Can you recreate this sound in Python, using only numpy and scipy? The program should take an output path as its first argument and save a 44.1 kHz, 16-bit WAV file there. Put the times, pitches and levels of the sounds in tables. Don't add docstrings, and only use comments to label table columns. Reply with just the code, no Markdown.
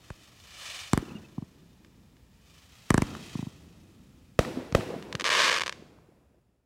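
import sys
import numpy as np
from scipy import signal
from scipy.io import wavfile
from scipy.ndimage import uniform_filter1d

SR = 44100
rng = np.random.default_rng(int(sys.argv[2]) if len(sys.argv) > 2 else 0)


def generate_wav(sig):
    pcm = np.round(np.clip(np.atleast_2d(sig).T, -1, 1) * 32767).astype(np.int16)
    wavfile.write(sys.argv[1], SR, pcm)


N = 293529
BLAST_SAMPLES = 2205


def undb(db):
    return 10 ** (np.asarray(db) / 20)


def curve(table):
    s, *columns = np.transpose(table)
    return [np.interp(np.arange(N) / SR, s, column) for column in columns]


def band(x, hz, width, order=1):
    low = np.sqrt(hz ** 2 + width ** 2 / 4) - width / 2
    high = min(low + width, SR / 2.05)
    return signal.sosfilt(signal.butter(order, [low, high], "band", fs=SR, output="sos"), x)


def dull(x, hz):
    return signal.sosfilt(signal.butter(2, hz, fs=SR, output="sos"), x)


def unit(x):
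    return x / np.sqrt(np.mean(x ** 2))


def walk(rate, size=N):
    k = int(SR / rate)
    steps = np.repeat(rng.standard_normal(size // k + 1), k)
    return 1.4 * uniform_filter1d(uniform_filter1d(steps, k), k)[:size]


def ebb(s, db_per_decade, knee_s):
    return db_per_decade * np.log10(1 + np.maximum(s, 0) / knee_s)


def train(s, size):
    return np.bincount((np.asarray(s) * SR).astype(int), weights=size, minlength=N)[:N]


def spread(x, response):
    return signal.oaconvolve(x, response)[:N]


def blast(fronts, slow=0.91):
    ms = np.arange(BLAST_SAMPLES) * 1000 / SR / slow
    out = 0
    for delay, db, rise, push, decay in fronts:
        u = np.maximum(ms - delay, 0)
        jump = 1 - np.exp(-u / rise)
        out = out + undb(db) * jump * (1 - u / push) * np.exp(-u / decay)
    return out


def roll(shape, air):
    s, out, air = np.arange(2 * SR) / SR, 0, np.array(air)
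    first, decade, knee, after, wide, swell = shape
    together = 1.5 * walk(60, size=len(s))
    slope = swell * np.exp(-.5 * ((s - after) / wide) ** 2)
    for hz in 40 * 2 ** np.arange(0, 8.6, .5):
        db, fall = (np.interp(np.log(hz), np.log(air[:, 0]), air[:, k]) for k in (1, 2))
        noise = unit(band(rng.standard_normal(len(s)), hz, hz / 2.99, order=2))
        own = 2.2 * walk(30, size=len(s))
        lumps = first - ebb(s, decade, knee) + slope + together + own
        out = out + noise * undb(db - fall * s ** 0.46 + min(700 / hz, 1) * lumps)
    return out * np.minimum(s / 0.00083, 1)


def echoes(x, table):
    out = 0
    for delay, db, hz, width in table:
        out = out + undb(db) * np.roll(band(x, hz, width, order=2), int(delay * SR))
    return out


def town():
    # pitch in Hz, relative level in dB per Hz.
    town_colour = [(15, -38), (25, -8), (59, 1.5), (141, -4.5), (775, -24.5), (911, -23), (1560, -24.5),
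                   (2910, -27.5), (14800, -35), (16000, -39)]
    # time in seconds, level in dB.
    drone_level = [(0.0, -57.5), (0.15, -78), (0.55, -63), (0.9, -63), (1.1, -78), (1.55, -65),
                   (2.75, -62.5), (3.0, -67), (3.4, -56), (4.3, -61)]
    town_db = -61.5
    hz_points, db_points = np.transpose(town_colour)
    out = 0
    for hz in 28 * 2 ** np.arange(0, 9.3, .5):
        db = np.interp(np.log(hz), np.log(hz_points), db_points) + 1.2 * walk(0.7)
        out = out + undb(db) * band(rng.standard_normal(N), hz, hz / 3.7, order=2)
    drone = unit(band(rng.standard_normal(N), 66, 23)) * undb(curve(drone_level)[0])
    return unit(out) * undb(town_db) + drone


def whistles():
    # start in seconds, length in seconds,
    # first pitch in Hz, last pitch in Hz, rms level in dB at the middle.
    whistle_rows = [(1.015, .01, 3350, 3250, -58), (1.05, .01, 2700, 2800, -56),
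                    (1.072, .022, 3030, 2980, -60), (1.088, .012, 2850, 2500, -52),
                    (1.105, .014, 2480, 2800, -52), (1.149, .028, 2820, 2840, -51),
                    (1.165, .02, 2620, 2620, -57), (1.24, .025, 2580, 2640, -57)]
    out = np.zeros(N)
    for s, length, hz0, hz1, db in whistle_rows:
        n, i = int(length * SR), int(s * SR)
        tone = np.sin(2 * np.pi * np.cumsum(np.linspace(hz0, hz1, n)) / SR)
        out[i:i + n] += np.sqrt(2) * undb(db) * np.hanning(n) ** .5 * tone
    return out


def glitter():
    # full from in seconds, full until in seconds,
    # level in dB, rise in dB per second, ebb in dB per decade, lag of the ground copy in ms.
    glitter_rows = [(0.045, 0.301, -65, 98, 16, 1.65), (0.658, 0.822, -44, 91, 35, 1.68),
                    (2.48, 2.6, -68.5, 166, 13, 1.7), (2.74, 2.9, -68, 75, 20.5, 1.53),
                    (3.08, 3.388, -54.5, 73.5, 32.5, 1.57)]
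    # delay in ms, level in dB, rise in ms, push in ms, decay in ms,
    # with all times then stretched by the blast's slowness.
    spark_fronts = [(0.0012, 30, 0.048, 0.058, 0.052)]
    sparks_per_s, spin_hz, throb_db = 6000, 28.3, 2
    ember_s, ground_db, ends_s = 0.097, -8, 4.39
    # dB against the core, and dB gained for each dB the hiss is fainter
    treble, body = (-8, .22), (-14, 0.34)
    sizzle_db, sizzle_gain = -20.5, .4

    now = np.arange(N) / SR
    levels = []
    for start, stop, db, rise, fall, _ in glitter_rows:
        flare = rise * np.maximum(start - now, 0)
        levels.append(undb(db - flare - ebb(now - stop, fall, ember_s)))
    fainter = -40.5 - 10 * np.log10(np.sum(np.square(levels), axis=0))
    fainter = np.minimum(fainter, 25)

    turn = np.cumsum(spin_hz * (1 + .08 * walk(9)) / SR) % 1
    throb = throb_db * (1 - 2 * turn)
    spark_db = 1.4 * rng.standard_normal(N) + 0.81 * walk(60) + throb
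    sparks = (rng.random(N) < sparks_per_s / SR) * undb(spark_db)
    sparks = spread(sparks, blast(spark_fronts))

    hiss = unit(band(sparks, 2860, 2200))
    for (db, gain), hz, width in (treble, 5680, 5000), (body, 1100, 1020):
        hiss = hiss + undb(db + gain * fainter) * unit(band(sparks, hz, width))
    sizzle = unit(band(sparks, 14000, 4300, order=2))
    hiss = dull(hiss, 11000) + undb(sizzle_db + sizzle_gain * fainter) * sizzle

    out = 0
    for level, row in zip(levels, glitter_rows):
        ground = undb(ground_db) * np.roll(hiss, int(row[5] * SR / 1000))
        out = out + level * (hiss + ground)
    return out * (now < ends_s)


def crackle():
    # time in seconds, level in dB.
    single_pops = [(1.8478, -42.0), (2.168, -50.0), (3.152, -31.0), (5.0259, -30.0), (5.1271, -19.1),
                   (5.1524, -14.2), (5.1977, -21.0), (5.1993, -16.6), (5.2096, -14.2), (5.2192, -21.0),
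                   (5.2424, -16.8), (5.2433, -12.5), (5.2507, -14.5), (5.2541, -11.0), (5.2567, -14.5),
                   (5.2615, -14.4), (5.2632, -11.2), (5.2675, -10.6), (5.2743, -10.9), (5.5966, -15.7),
                   (5.608, -13.9), (5.6141, -14.2), (5.6187, -14.4), (5.6196, -13.0), (5.6356, -14.9),
                   (5.6622, -16.8), (5.668, -16.1), (5.6792, -15.1), (5.6948, -14.4), (5.7256, -22.1)]
    # delay in ms, level in dB, rise in ms, push in ms, decay in ms,
    # with all times then stretched by the slowness of the part of the sky.
    pop_fronts = [(0, 23, .15, .12, .09), (.33, -3, .1, .4, .15), (1.65, 9.5, .05, .2, .07)]
    from_s, to_s, middle_s, scatter_s = 5.278, 5.592, 5.435, .1
    peak_pops_per_s, pop_db, sag_db_per_s = 1250, -16, 10.5
    tail_db, tail_t60_s, far_db, far_t60_s = -13.5, 0.018, -47, 1
    ground_ms, ground_db, ground_hz, air_hz = 1.669, -8.5, 1300, 6900

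    s, db = np.transpose(single_pops)
    now = np.arange(N) / SR
    late = now - middle_s
    rate = peak_pops_per_s * np.exp(-.5 * (late / scatter_s) ** 2)
    size_db = pop_db - sag_db_per_s * np.clip(late, -1, 1)
    swarm = (rng.random(N) < rate / SR) * (now > from_s) * (now < to_s)
    singles = train(s - .00012, undb(db))
    hits = singles + swarm * undb(size_db + 1.32 * rng.standard_normal(N))

    t = np.arange(SR) / SR
    far = unit(band(rng.standard_normal(SR), 900, 2500)) * undb(far_db - 60 * t / far_t60_s)
    out = spread(hits, far * np.minimum(t / 0.0058, 1))
    part = rng.integers(0, 8, N)
    t = t[:BLAST_SAMPLES]
    for k, slow in enumerate(np.linspace(.95, 1.05, 8)):
        near = unit(band(rng.standard_normal(BLAST_SAMPLES), 1920, 3500))
        near = near * undb(tail_db - 60 * t / tail_t60_s) * np.minimum(t / 0.00057, 1)
        out += spread(hits * (part == k), blast(pop_fronts, slow) + near)
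    out += undb(ground_db) * np.roll(dull(out, ground_hz), int(ground_ms * SR / 1000))
    return dull(band(out, 3400, 18000), air_hz)


def thuds():
    # start in seconds, peak level in dB, pitch in Hz.
    thud_rows = [(1.026, -27, 317), (1.083, -36.5, 342), (1.117, -35, 237), (1.152, -31.5, 223),
                 (3.151, -28, 1160), (4.572, -20, 270), (4.584, -26, 291), (4.783, -29.5, 227),
                 (4.94, -26, 415), (4.962, -29.5, 260), (5.222, -30.5, 350), (5.795, -42, 195),
                 (5.823, -37.5, 362), (5.987, -45, 1010), (6.088, -44, 342), (6.122, -44.5, 560),
                 (6.345, -47, 500)]
    out, t = np.zeros(N), np.arange(1500) / SR
    for s, db, hz in thud_rows:
        turns = hz * t
        swing = np.sin(2 * np.pi * turns) * turns * np.exp(-turns / 0.61)
        i = int(s * SR)
        out[i:i + 1500] += undb(db) * swing / np.abs(swing).max()
    return out


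def bursts():
    # time in seconds, level in dB.
    burst_rows = [(4.3905, -5.5), (4.7492, -6)]
    # delay in ms, level in dB, rise in ms,
    # push in ms, decay in ms, with all times then stretched by the blast's slowness.
    burst_fronts = [(0, 8.6, 0.12, 0.26, 0.45), (1.3, 2.4, 0.065, 0.3, 0.15), (1.7, 15, .15, .65, .6),
                    (3.4, 5.1, 0.069, 4.9, 2.96)]
    # delay in seconds, level in dB, centre in Hz, width in Hz.
    burst_echoes = [(0.0582, -18, 2180, 3000), (0.398, -11, 170, 197)]
    # first level in dB, ebb in dB per decade,
    # knee in seconds, slope answers after in seconds, its spread in seconds, its swell in dB.
    burst_roll = (1, 15.55, 0.041, .18, 0.042, 5.6)
    # pitch in Hz, level in dB, extra fall in dB after one second.
    burst_air = [(49.76, -64, 4.1), (121, -48, -2), (298, -35, 6.8), (600, -39.5, 6.5), (1210, -44.5, 17),
                 (3000, -42, 32.5), (8140, -46, 44), (15000, -59.5, 30)]
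    land_db = 7
    earlier_s, earlier_db = 0.35, -15.5

    s, db = np.transpose(burst_rows)
    dry = spread(train(s, undb(db)), blast(burst_fronts))
    land = np.zeros(N)
    for at, level_db in burst_rows:
        land += spread(train([at], [undb(level_db + land_db)]), roll(burst_roll, burst_air))
    earlier = roll(burst_roll, burst_air)[int(earlier_s * SR):]
    land[:len(earlier)] += undb(earlier_db) * earlier
    return dry + echoes(dry, burst_echoes) + land


def thump(s, db, lead_ms, sputter_db, slow):
    # delay in ms, level in dB, rise in ms,
    # push in ms, decay in ms, with all times then stretched by slow.
    lift_fronts = [(0, 7, 0.21, 0.37, 0.64), (.68, -3.5, 0.18, 0.25, 0.55), (2.3, 7, 1.1, 2.9, 3.4)]
    tube_hz, tube_db, tube_decay_ms = 1100, -6.5, 1.0
    out, i, n = np.zeros(N), int(s * SR), int(lead_ms * SR / 1000)
    noise = rng.standard_normal(400)
    gas = unit(band(noise, 1200, 1100, order=2)) + 0.62 * unit(band(noise, 6500, 4000, order=2))
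    out[i - n:i + 40] = undb(sputter_db) * gas[-n - 40:] * np.minimum(np.arange(n + 40) / 8, 1)
    ms = np.arange(BLAST_SAMPLES) * 1000 / SR / slow
    tube = undb(tube_db) * np.sin(2 * np.pi * tube_hz * ms / 1000) * np.exp(-ms / tube_decay_ms)
    out[i:i + BLAST_SAMPLES] += blast(lift_fronts, slow) + tube
    return undb(db) * out


def lifts():
    # time in seconds, level in dB, sputter before the blast in ms,
    # sputter in dB against the level, slowness (1 = usual).
    lift_rows = [(0.9339, -7, 1.4, -12.5, 1.04), (.976, -12, 0.37, -9, 0.98),
                 (2.9063, -6.5, 3.05, -14, 1.02), (2.9439, -7, 2.56, -18, 0.99),
                 (2.9798, -8.5, 3, -16.5, 1.05), (3.0215, -11, 2, -16, 1.12)]
    # time in seconds,
    # level in dB, sputter before the blast in ms, sputter in dB against the level, slowness.
    break_rows = [(0.1049, -30.5, 2.5, -9, 1.99), (4.7248, -23, 0.78, -5, 1.5)]
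    # delay in seconds, level in dB, centre in Hz, width in Hz.
    lift_echoes = [(0.011, -16, 766, 830), (0.0098, -21.5, 3800, 6500), (.4468, -11.5, 166, 188),
                   (.4465, -20, 890, 377)]
    # first level in dB, ebb in dB per decade,
    # knee in seconds, slope answers after in seconds, its spread in seconds, its swell in dB.
    lift_roll = (-6, 17, .07, .205, .05, 10)
    # pitch in Hz, level in dB, extra fall in dB after one second.
    lift_air = [(40, -61.5, 10), (90, -50, -3), (170, -43, -3.5), (288, -35.5, 9), (408, -41.5, 11.5),
                (710, -49.5, 11.5), (1201, -40, 35.5), (3000, -53.5, 40), (8020, -59, 46.5),
                (15000, -60.5, 50)]
    land_db = 5.5

    dry = band(sum(thump(*row) for row in lift_rows), 850, 15000)
    small = dull(sum(thump(*row) for row in break_rows), 5000)
    s, db = np.transpose(lift_rows + break_rows)[:2]
    land = spread(train(s, undb(db + land_db)), roll(lift_roll, lift_air))
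    return dry + echoes(dry, lift_echoes) + small + land


def scene():
    background = town() + whistles()
    stars = glitter() + crackle()
    blasts = thuds() + bursts() + lifts()
    return (background + stars + blasts)[None]


def record(dry):
    # time in seconds, level in dB.
    fade = [(0, 0), (5.75, -1), (6.0, -4.5), (6.3, -9.5), (6.66, -17.5)]
    loudest, top_hz = 0.54, 15800
    x = signal.sosfilt(signal.butter(2, 42, "high", fs=SR, output="sos"), dry)
    x = loudest * np.tanh(x / loudest)
    x = x * undb(curve(fade)[0])
    return signal.sosfilt(signal.ellip(10, .2, 80, top_hz, fs=SR, output="sos"), x)


dry = scene()
out = record(dry)
generate_wav(out)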